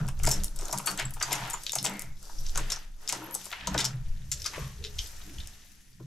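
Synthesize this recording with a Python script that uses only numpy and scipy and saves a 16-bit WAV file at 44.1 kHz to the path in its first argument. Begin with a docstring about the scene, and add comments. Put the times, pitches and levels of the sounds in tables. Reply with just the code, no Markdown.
"""A bunch of keys rattles while a hand works a door lock, close to a hand-held stereo microphone in a hallway.
Keys and lock are bodies with resonant modes, struck by short bursts of contact noise or rubbed by gritty noise.
Short metal tones and a faint, gliding hinge whistle are tones of wandering pitch; rubs also sing in narrow
bands. The pushed door leaf hums in its panel modes and the hand rumbles on the microphone, both as swelling
noise. Decaying noise gives the echo of the bare walls, over the steady quiet of the house."""
import sys
import numpy as np
from scipy import signal
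from scipy.fft import rfft, irfft
from scipy.io import wavfile
from scipy.ndimage import uniform_filter1d

SR = 44100
rng = np.random.default_rng(int(sys.argv[2]) if len(sys.argv) > 2 else 0)


def log_audio(samples):
    """Write samples as a 16-bit WAV file to the path given in sys.argv[1]."""
    # one column per channel
    frames = np.atleast_2d(samples).T
    # limit to full scale, then quantise
    limited = np.clip(frames, -1, 1)
    pcm = np.round(limited * 32767).astype(np.int16)
    wavfile.write(sys.argv[1], SR, pcm)


N = 267234  # length of the scene [samples]

# resonant modes of the keys: (frequency [Hz], width [Hz], filter gain [dB])
KEY_MODES = [(3690, 280, 5.5), (4750, 260, 2.5), (5390, 220, 3.5), (5700, 285, 6.5), (7050, 105, -6.5),
             (7330, 190, 10), (9860, 1800, -6), (11630, 160, 10.5), (13070, 140, 12)]
# resonant modes of the lock case and the wood around it: (frequency [Hz], width [Hz], filter gain [dB])
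LOCK_MODES = [(304, 43, 4.5), (419, 63.4, 4.5), (581, 118, 3), (718, 225, 1), (926, 140, 4.5),
              (1365, 500, 1), (1770, 530, 1), (2161, 466, 6), (2855, 2300, 0)]


def undb(db):
    """Level to amplitude: 20 dB is a factor of ten."""
    return 10 ** (np.asarray(db) / 20)


def unit(x):
    """Normalisation to a root-mean-square amplitude of one."""
    return x / np.sqrt(np.mean(x ** 2))


def pan(db):
    """Level difference between the ears: left over right [dB], shared equally by the two sides."""
    return undb(np.array([[db], [-db]]) / 2)


def wide(x, apart):
    """Mid-side stereo: the second noise row adds to the left and is taken from the right."""
    return x[0] + apart * x[1] * np.array([[1], [-1]])


def resonate(x, modes):
    """Modal superposition: second-order resonators (frequency, width, gain) summed with alternate signs."""
    out = 0
    for k, (hz, width, db) in enumerate(modes):
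        mode = signal.lfilter(*signal.iirpeak(hz, hz / width, fs=SR), x)
        out = out + (-1) ** k * undb(db) * mode
    return out


def coloured(x, spectrum):
    """Spectral shaping: weights x by (frequency, level) points joined along log frequency."""
    hz, db = np.transpose(spectrum)
    f = np.maximum(np.arange(N // 2 + 1) * SR / N, 1)
    weight = undb(np.interp(np.log(f), np.log(hz), db))
    return irfft(rfft(x) * weight, N)


def grit(size, rough_db):
    """Rough contact: noise in grains of exponentially distributed level, many faint and a few sharp."""
    grains = np.repeat(rng.exponential(size=size // 32 + 1), 32)[:size]
    return rng.standard_normal(size) * undb(rough_db * grains)


def steady(x, window_s):
    """Envelope flattening: dividing by the running power removes the slow swells of noise."""
    return x / np.sqrt(uniform_filter1d(x ** 2, int(window_s * SR)))


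def swells(table, rise_db_s, fall_db_s):
    """Exponential growth and decay: each row (full from, held, levels...) swells, holds, dies; powers add."""
    t = np.arange(0, N + 64, 64) / SR
    table = np.array(table)
    start, held, levels = table[:, :1], table[:, 1:2], table[:, 2:].T
    early = np.maximum(start - t, 0)
    late = np.maximum(t - start - held, 0)
    rises, falls = (np.broadcast_to(rate, len(levels)) for rate in (rise_db_s, fall_db_s))
    gains = []
    for db, rise, fall in zip(levels, rises, falls):
        row_gains = undb(db[:, None] - rise * early - fall * late)
        gain = np.sqrt(np.sum(row_gains ** 2, axis=0))
        gains.append(np.interp(np.arange(N) / SR, t, gain))
    return np.array(gains)


def blows(table, modes, spread_db, scatter_db, blow, rise_s, broad, body_db):
    """Impact excitation: a sharp blow and a dying rattle ring a body, mostly in modes near the row's centre."""
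    out, size = np.zeros(N + SR), SR // 5
    t = np.arange(size) / SR
    for s, peak_db, centre_hz, t60 in table:
        decay = np.exp(-np.log(1000) * t / t60)
        contact = grit(size, 4.2) * decay * np.minimum(t / rise_s, 1)
        contact[0] += blow * np.sqrt(rise_s / t60)  # short events are nearly all blow
        # every blow lands elsewhere, so modes come with new strengths and slightly new pitch
        struck = []
        for hz, width, db in modes:
            detune, strength = rng.standard_normal(2)
            distance = abs(np.log2(hz / centre_hz))  # octaves
            struck.append((hz * (1 + 0.061 * detune), width, db + scatter_db * strength - spread_db * distance))
        # the contact itself is a broad hump around the centre, steep on both sides
        hump = [(centre_hz, broad * centre_hz, 0)]
        sound = resonate(resonate(contact, hump), hump) + undb(body_db) * resonate(contact, struck)
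        # twice the short-time power is the squared peak of a tone
        envelope = 2 * uniform_filter1d(sound ** 2, size=int(3 * SR / centre_hz))
        start = int(s * SR)
        out[start:start + size] += undb(peak_db) * sound / np.sqrt(envelope.max())
    return out[:N]


def key_strikes():
    """Impact of stiff metal: keys tick to the left; the right side is shaded in the treble, with scatter."""
    # blows of the keys: (time [s], envelope peak before panning [dB], centre [Hz], rattle decay by 60 dB [s])
    key_blows = [(0.068, -36, 8350, 0.006), (0.0793, -30.5, 5400, 0.0092), (0.0863, -23, 8360, 0.016),
                 (0.191, -36, 7360, 0.03), (0.2335, -19.5, 7400, 0.036), (0.2449, -26, 8250, 0.019),
                 (0.2523, -9, 7850, 0.0041), (0.2574, -26, 7800, 0.0044), (0.2648, -14, 6250, 0.0085),
                 (0.2709, -15, 6740, 0.03), (0.2889, -15.5, 7640, 0.027), (0.3013, -32, 7500, 0.016),
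                 (0.3066, -12, 7340, 0.0051), (0.3122, -13, 6800, 0.059), (0.436, -15.5, 7260, 0.0053),
                 (0.444, -6.5, 9400, 0.01), (0.5607, -30, 8910, 0.027), (0.5896, -24, 6800, 0.0088),
                 (0.6097, -27, 7150, 0.02), (0.6299, -35, 6100, 0.005), (0.6538, -28, 7100, 0.015),
                 (0.6826, -26, 8400, 0.017), (0.7016, -27, 6100, 0.054), (0.7269, -14.5, 7400, 0.025),
                 (0.7767, -14.5, 7300, 0.0074), (0.7842, -15, 7900, 0.017), (0.859, -17, 8900, 0.11),
                 (0.8705, -12, 6600, 0.019), (0.8751, -23.5, 2850, 0.025), (0.9008, -28, 4750, 0.0098),
                 (0.9145, -17.5, 7360, 0.011), (0.9756, -22, 7600, 0.012), (0.9864, -26, 5030, 0.078),
                 (0.9953, -20, 6540, 0.036), (1.0526, -26, 7900, 0.016), (1.095, -37, 8000, 0.006),
                 (1.1077, -23.5, 11570, 0.0078), (1.1366, -32, 10000, 0.079), (1.1995, -32, 6260, 0.041),
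                 (1.2108, -34, 5300, 0.095), (1.2258, -13.5, 6600, 0.027), (1.2792, -31, 6010, 0.011),
                 (1.3091, -29, 4000, 0.02), (1.3194, -20, 5800, 0.016), (1.3264, -11, 6600, 0.042),
                 (1.353, -25, 6370, 0.029), (1.4976, -24, 8350, 0.066), (1.477, -28, 10000, 0.006),
                 (1.5021, -24, 7800, 0.096), (1.532, -21, 7740, 0.056), (1.6346, -28, 8000, 0.033),
                 (1.6662, -14.5, 4000, 0.011), (1.695, -18, 3700, 0.0077), (1.7206, -16, 7240, 0.0042),
                 (1.7299, -20.5, 6740, 0.051), (1.7537, -12.5, 7540, 0.03), (1.7852, -17.5, 4720, 0.016),
                 (1.8285, -14, 9140, 0.0072), (1.8424, -18.5, 6800, 0.066), (1.8489, -15.5, 6700, 0.032),
                 (1.8602, -33, 5200, 0.017), (1.8679, -21.5, 6540, 0.021), (1.896, -24.5, 10500, 0.006),
                 (1.938, -29, 9000, 0.008), (1.969, -37, 8800, 0.008), (1.9944, -13.5, 9000, 0.0071),
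                 (2.0119, -23.5, 9000, 0.066), (2.2286, -31.5, 8140, 0.011), (2.385, -32.5, 5440, 0.027),
                 (2.4647, -27, 5540, 0.014), (2.4847, -29.5, 5950, 0.066), (2.548, -20, 5650, 0.11),
                 (2.5749, -13, 7600, 0.02), (2.7014, -22, 6250, 0.051), (2.7057, -18.5, 4900, 0.0048),
                 (2.7195, -16, 6300, 0.039), (2.7608, -28.5, 5900, 0.011), (3.035, -40, 9800, 0.0068),
                 (3.0766, -22, 5330, 0.011), (3.086, -21, 5950, 0.011), (3.0905, -13.5, 7100, 0.021),
                 (3.0981, -18, 5050, 0.021), (3.1247, -7.5, 6600, 0.011), (3.3105, -27, 11150, 0.0154),
                 (3.3427, -20.5, 9400, 0.027), (3.3502, -10.5, 8200, 0.0065), (3.444, -31, 9700, 0.0385),
                 (3.4554, -24.5, 8700, 0.02), (3.516, -28, 3500, 0.0082), (3.5279, -23.5, 2600, 0.012),
                 (3.6714, -16.5, 5430, 0.035), (3.7436, -22, 5400, 0.012), (3.7781, -14.5, 4650, 0.019),
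                 (3.7865, -16.5, 5700, 0.059), (3.8026, -18, 5160, 0.052), (3.8433, -16, 6100, 0.041),
                 (3.85, -15.5, 5500, 0.027), (3.8583, -17, 5430, 0.018), (4.3162, -16, 6200, 0.051),
                 (4.3378, -33, 5800, 0.018), (4.4189, -27, 5390, 0.015), (4.4428, -28.5, 5560, 0.041),
                 (4.4545, -31, 5050, 0.12), (4.4602, -16.5, 6000, 0.04), (4.84, -27, 3900, 0.024),
                 (4.848, -26.5, 3980, 0.077), (4.9865, -24, 4400, 0.0093), (4.9901, -15, 4280, 0.014),
                 (5.3844, -35.5, 3530, 0.0063), (5.4015, -35, 3680, 0.034), (5.4731, -26.5, 7550, 0.0132)]
    keys = blows(key_blows + ticks(), KEY_MODES, spread_db=26.0, scatter_db=6.0, blow=38.2,
                 rise_s=0.00082, broad=0.89, body_db=-1.5)
    # leaf and frame scatter the keys' treble into the right side
    scatter_decay_s, scatter_level_db = 0.0011, -12.5
    scatter = rng.standard_normal(401) * np.exp(-np.arange(401) / SR / scatter_decay_s)
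    scatter = np.diff(scatter, 2)  # favours the treble
    scattered = signal.lfilter(scatter / np.linalg.norm(scatter), 1, keys)
    shaded = signal.lfilter(*signal.butter(1, 8000, fs=SR), keys)
    return np.array([keys, shaded + undb(scatter_level_db) * scattered]) * pan(2.3)


def ticks():
    """Random impacts: faint chance ticks among the loose keys, their level following the sliding bunch."""
    count, over_slide_db, middle_hz, t60_s = 140, 13, 6900, 0.038
    when, size, tone = rng.random((count, 3)).T
    s = when * (N - 1) / SR
    bunch = sliding()[-1][(s * SR).astype(int)]
    db = 20 * np.log10(bunch) + over_slide_db - 2.2 * size
    hz = middle_hz * 2 ** np.clip(2.6 * (tone - .5), -1, 1)
    return [(a, b, c, t60_s) for a, b, c in zip(s, db, hz)]


def lock_knocks():
    """Impact on a heavier body: key, bolt and handle knock in the lock and ring its case and the wood."""
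    # knocks: (time [s], envelope peak before panning [dB], centre [Hz], rattle decay by 60 dB [s])
    knocks = [(0.0816, -37.5, 930, 0.067), (0.1909, -39, 1070, 0.11), (0.2372, -30, 1110, 0.12),
              (0.2703, -22, 670, 0.051), (0.5899, -45, 750, 0.25), (0.6236, -38.5, 476, 0.11),
              (0.6944, -37, 736, 0.023), (0.7271, -28, 910, 0.097), (0.7947, -31.5, 1120, 0.037),
              (0.8709, -25.5, 1070, 0.13), (0.9773, -27.5, 1680, 0.23), (0.9896, -25.5, 1210, 0.11),
              (1.1617, -39, 910, 0.12), (1.2104, -26, 1150, 0.064), (1.227, -38, 990, 0.11),
              (1.2782, -29, 910, 0.71), (1.312, -29, 1280, 0.096), (1.331, -25, 2520, 0.04),
              (1.5354, -32, 850, 0.085), (1.73, -34.5, 800, 0.26), (1.7537, -29, 770, 0.047),
              (1.8439, -28.5, 765, 0.26), (1.8604, -19, 2260, 0.04), (2.2939, -42, 820, 0.052),
              (2.5524, -33, 1090, 0.088), (2.5758, -29, 1090, 0.042), (2.7207, -31.5, 1440, 0.026),
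              (3.0921, -28, 2180, 0.03), (3.1257, -30, 800, 0.047), (3.3494, -36.5, 920, 0.073),
              (3.4629, -44, 635, 0.028), (3.5269, -29.5, 1680, 0.039), (3.516, -46, 690, 0.02),
              (3.672, -28, 750, 0.059), (3.7455, -23.5, 725, 0.049), (3.788, -26.5, 1280, 0.14),
              (4.3162, -46, 1900, 0.06), (4.4542, -33, 1530, 0.09), (4.532, -34.5, 1574, 0.22),
              (4.5754, -33.5, 390, 0.028), (5.2, -49, 1370, 0.1), (5.999, -44.5, 260, 0.055)]
    lock = blows(knocks, LOCK_MODES, spread_db=12.5, scatter_db=3.0, blow=29.6,
                 rise_s=0.0028, broad=0.41, body_db=10.5)
    return lock * pan(3.9)


def sliding():
    """Friction strength over time: gains of the rub in wood, bolt, lock case and bunch."""
    # slides of key and bunch: (full strength from [s], held [s], wood round the lock [dB], bolt [dB],
    # lock case [dB], keys over each other [dB])
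    slides = [(0.0, 0.0043, -49, -45, -55.5, -56.5), (.27, 0.085, -47, -46.5, -49, -47.5),
              (.62, 0.14, -53, -49.5, -79, -50), (.89, 0.01, -47, -41.5, -52, -46.5),
              (1.0, 0.017, -54.5, -50, -47, -73), (1.25, 0.12, -58, -45.5, -47, -48.5),
              (1.34, 0.15, -56.5, -44.5, -44.5, -51.5), (1.62, 0.27, -67, -77, -78, -51),
              (1.87, 0.084, -50.5, -48, -51, -78), (2.02, 0.023, -77, -60, -64, -62),
              (2.24, 0.18, -65, -64, -79, -54.5), (2.44, 0.12, -72, -65, -70, -55.5),
              (2.59, 0.022, -49, -50.5, -45, -53), (2.71, 0.0071, -56.5, -49, -45.5, -52),
              (3.03, 0.03, -67, -60.5, -62, -59.5), (3.13, 0.023, -52, -46.5, -46.5, -50),
              (3.22, 0.1, -54, -52.5, -54, -66), (3.4, 0.062, -78, -62, -63, -49.5),
              (3.54, 0.12, -66, -52.5, -47.5, -76), (3.73, 0.12, -51.5, -45, -48.5, -55.5),
              (4.05, 0.21, -73, -73, -66, -65.5), (4.36, 0.27, -64.5, -72, -59, -53),
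              (4.54, 0.079, -56, -54.5, -50, -55.5), (5.02, 0.013, -79, -80, -63, -47.5)]
    # the door rubs as it swings open and slows: same columns
    swing = [(5.05, 0.37, -69.5, -64.5, -60, -56.5)]
    # rates [dB/s]
    slide_gains = swells(slides, rise_db_s=(214, 228, 289, 163), fall_db_s=(129, 124, 114, 89))
    swing_gains = swells(swing, rise_db_s=14, fall_db_s=(43.4, 40, 20.6, 21.1))
    return np.hypot(slide_gains, swing_gains)


def scrape():
    """Friction noise: gritty rubbing excites wood, bolt and metal case; loose keys slide over each other."""
    # spectrum of sliding keys: (frequency [Hz], relative level per hertz [dB])
    slide_spectrum = [(2500, -6), (4500, 1), (6000, 6), (7600, 0.5), (9500, -4), (12000, -1), (14500, -44)]
    *lock_gains, keys_gain = sliding()
    parts = LOCK_MODES[:3], LOCK_MODES[3:6], LOCK_MODES[6:]  # wood, bolt, case
    lock = 0
    for gain, modes, apart in zip(lock_gains, parts, (0.25, 0.4, 0.55)):
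        rub = [unit(resonate(resonate(grit(N, 2.18), modes), modes)) for _ in range(2)]
        lock = lock + gain * wide(rub, apart)
    keys = []
    for _ in range(2):
        hiss = unit(coloured(grit(N, 0.88), slide_spectrum))
        ringing = unit(resonate(grit(N, 4.0), KEY_MODES))
        keys.append(hiss + undb(-8.5) * ringing)
    return lock * pan(1.0) + keys_gain * wide(np.array(keys), 0.58) * pan(3.5)


def rasps():
    """Resonant friction: each rub catches one narrow band of lock, leaf or bunch, steep on both sides."""
    # rubs: (full strength from [s], held [s], frequency [Hz], resonator width [Hz], level before panning [dB])
    rubs = [(1.3, 0.21, 910, 200, -50), (1.875, 0.14, 2120, 350, -47.5), (2.24, 0.56, 4760, 300, -64),
            (2.3, 0.24, 5800, 400, -64), (3.14, 0.16, 920, 200, -53.5), (3.17, 0.1, 320, 70, -49),
            (3.54, 0.11, 2900, 1300, -58), (4.56, 0.057, 1106, 200, -50.5), (4.81, 0.063, 425, 70, -55),
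            (5.28, 0.051, 309, 90, -54.5)]
    out = 0
    for s, held, hz, width, db in rubs:
        band = [(hz, width, 0)]
        sound = unit(resonate(resonate(grit(N, 1.13), band), band))
        out = out + swells([(s, held, db)], rise_db_s=397, fall_db_s=159) * sound
    return out * pan(2.8)


def squeals():
    """Tones of wandering pitch: a short metal squeal, brief thin tones above 11 kHz, and the gliding whistle of
    the hinge."""
    # short metal tones: (start [s], length [s], frequency [Hz], peak level before panning [dB])
    metal = [(0.867, 0.039, 4473, -33.5), (3.24, 0.0085, 11300, -45), (3.26, 0.0099, 11500, -46),
             (3.32, 0.042, 11500, -40), (3.24, 0.009, 12800, -49), (3.328, .02, 12650, -47)]
    # hinge whistle: (time [s], frequency [Hz], level before panning [dB])
    hinge = [(5.54, 9000, -130), (5.63, 9850, -71), (5.71, 10030, -71), (5.73, 9820, -73),
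             (5.81, 9900, -73), (5.86, 10460, -71), (5.9, 10460, -72), (5.95, 9200, -78),
             (5.97, 9000, -130)]
    t = np.arange(N) / SR
    wobble = 1 + 0.0035 * unit(uniform_filter1d(rng.standard_normal(N), 200))  # wandering pitch
    out = 0
    for s, length, hz, db in metal:
        tone = np.sin(2 * np.pi * hz * np.cumsum(wobble) / SR)
        arch = np.sqrt(np.clip(1 - (2 * (t - s) / length - 1) ** 2, 0, 1))
        out = out + undb(db) * tone * arch
    s, *columns = np.transpose(hinge)
    hz, db = (np.interp(t, s, column) for column in columns)
    whistle = undb(db) * np.sin(2 * np.pi * np.cumsum(hz * wobble) / SR)
    return (out + whistle) * pan(9.1)


def door_leaf():
    """Plate vibration: pushes set the leaf humming in its low and upper panel modes."""
    # low and upper panel modes: (frequency [Hz], width [Hz], filter gain [dB])
    low_modes = [(125.9, 12.8, 9.5), (156.5, 65, 0.5)]
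    high_modes = [(191.4, 12.2, 2), (279, 78, -7), (306.1, 23.4, -2)]
    # pushes: (full strength from [s], held [s], hum [dB], upper modes [dB])
    pushes = [(0.0, 0.018, -27, -38.5), (.27, 0.0042, -30, -41), (.37, 0.015, -46, -41),
              (.53, 0.099, -54, -66), (.76, 0.013, -42.5, -45.5), (.93, 0.012, -50, -46),
              (1.06, 0.0052, -37, -50.5), (1.3, 0.15, -43.5, -54), (1.8, 0.02, -42.5, -51),
              (1.9, 0.015, -55, -38.5), (2.05, 0.058, -50, -74), (2.4, 0.015, -51.5, -66),
              (2.6, 0.017, -41, -48), (3.17, 0.025, -50.5, -52), (3.3, 0.12, -66, -62),
              (3.69, .03, -43.5, -40), (3.77, 0.0051, -34.5, -36), (3.9, 0.064, -34, -60),
              (4.14, 0.2, -49, -67), (4.61, 0.029, -37.5, -49), (4.82, 0.042, -51, -58),
              (5.28, 0.11, -56.5, -59), (6.02, 0.011, -42, -62)]
    rest_db = (-72.5, -73)  # hum and upper modes between pushes
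    push_gains = swells(pushes, rise_db_s=(288, 323), fall_db_s=(145, 170))
    low_gain, high_gain = push_gains + undb(rest_db)[:, None]
    low, high = (resonate(resonate(rng.standard_normal(N), m), m) for m in (low_modes, high_modes))
    return low_gain * steady(low, 0.11) + high_gain * steady(high, 0.21)


def hand():
    """Handling noise: the hand shifts on the microphone, heard as low bands of rumble and thud."""
    # jolts: (full strength from [s], held [s], rumble [dB], thud [dB])
    jolts = [(0.0, 0.11, -33.5, -43.5), (.24, 0.017, -22.5, -30), (.4, 0.012, -26.5, -38),
             (.6, 0.012, -29.5, -64), (1.04, .15, -37.5, -54), (1.4, .2, -46.5, -78),
             (2.1, 0.02, -36, -51.5), (2.42, 0.21, -27.5, -51), (2.8, .2, -42.5, -91),
             (3.72, 0.035, -52, -38), (4.1, 0.0086, -26.5, -37.5), (4.25, 0.18, -52, -46),
             (4.62, 0.024, -49, -40), (4.8, 0.021, -48, -40.5), (4.97, 0.027, -40, -38),
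             (5.15, 0.089, -44.5, -55), (5.4, 0.01, -41, -39.5), (6.03, .02, -75, -63)]
    rest_db = (-56.5, -65)  # rumble and thud between jolts
    jolt_gains = swells(jolts, rise_db_s=(132, 186), fall_db_s=(122, 185))
    rumble_gain, thud_gain = jolt_gains + undb(rest_db)[:, None]

    def band_noise(edges_hz):
        """Band-limited noise of flattened envelope, in two independent rows."""
        band = signal.butter(3, edges_hz, "band", fs=SR, output="sos")
        return np.array([steady(signal.sosfilt(band, rng.standard_normal(N)), 0.075) for _ in range(2)])

    rumble, thud = band_noise((7., 24.2)), band_noise((36., 84.0))
    return rumble_gain * wide(rumble, 0.13) + thud_gain * wide(thud, 0.19)


def hall_echo(near):
    """Diffuse reverberation: bare walls answer as decaying noise, duller than the direct sound."""
    t60_s, wet_db, dull_hz = 0.16, -8.5, 7400
    t = np.arange(SR // 2) / SR
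    decay = np.exp(-np.log(1000) * t / t60_s) * np.minimum(t / 0.0072, 1)
    tail = wide(rng.standard_normal((2, len(t))) * decay, 0.44)
    tail = signal.lfilter(*signal.butter(1, dull_hz, fs=SR), tail)
    tail = tail / np.sqrt(np.sum(tail ** 2) / 2)  # unit energy per side on average
    source = near.mean(axis=0, keepdims=True)
    return undb(wet_db) * signal.fftconvolve(source, tail, axes=1)[:, :N]


def house_quiet():
    """Stationary background noise: the quiet of the house as spectrally shaped noise."""
    # spectrum: (frequency [Hz], relative level per hertz [dB])
    quiet_spectrum = [(120, -57), (155, 3), (200, 7), (821, -28), (5130, -23), (8740, -36), (10100, -30),
                      (14300, -25), (16000, -52)]
    quiet = np.array([unit(coloured(rng.standard_normal(N), quiet_spectrum)) for _ in range(2)])
    return undb(-71) * wide(quiet, 0.81)


def scene():
    """Superposition of all sources; the impacts and squeals also feed the hall echo."""
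    near = key_strikes() + lock_knocks() + squeals()
    return near + scrape() + rasps() + door_leaf() + hand() + hall_echo(near) + house_quiet()


def record(dry):
    """Saturation and band limit: the microphone rounds the loudest peaks and cuts the top."""
    ceiling, top_hz = .22, 15500
    rounded = ceiling * np.tanh(dry / ceiling)
    return signal.sosfilt(signal.ellip(8, .2, 70, top_hz, fs=SR, output="sos"), rounded)


dry = scene()
out = record(dry)
log_audio(out)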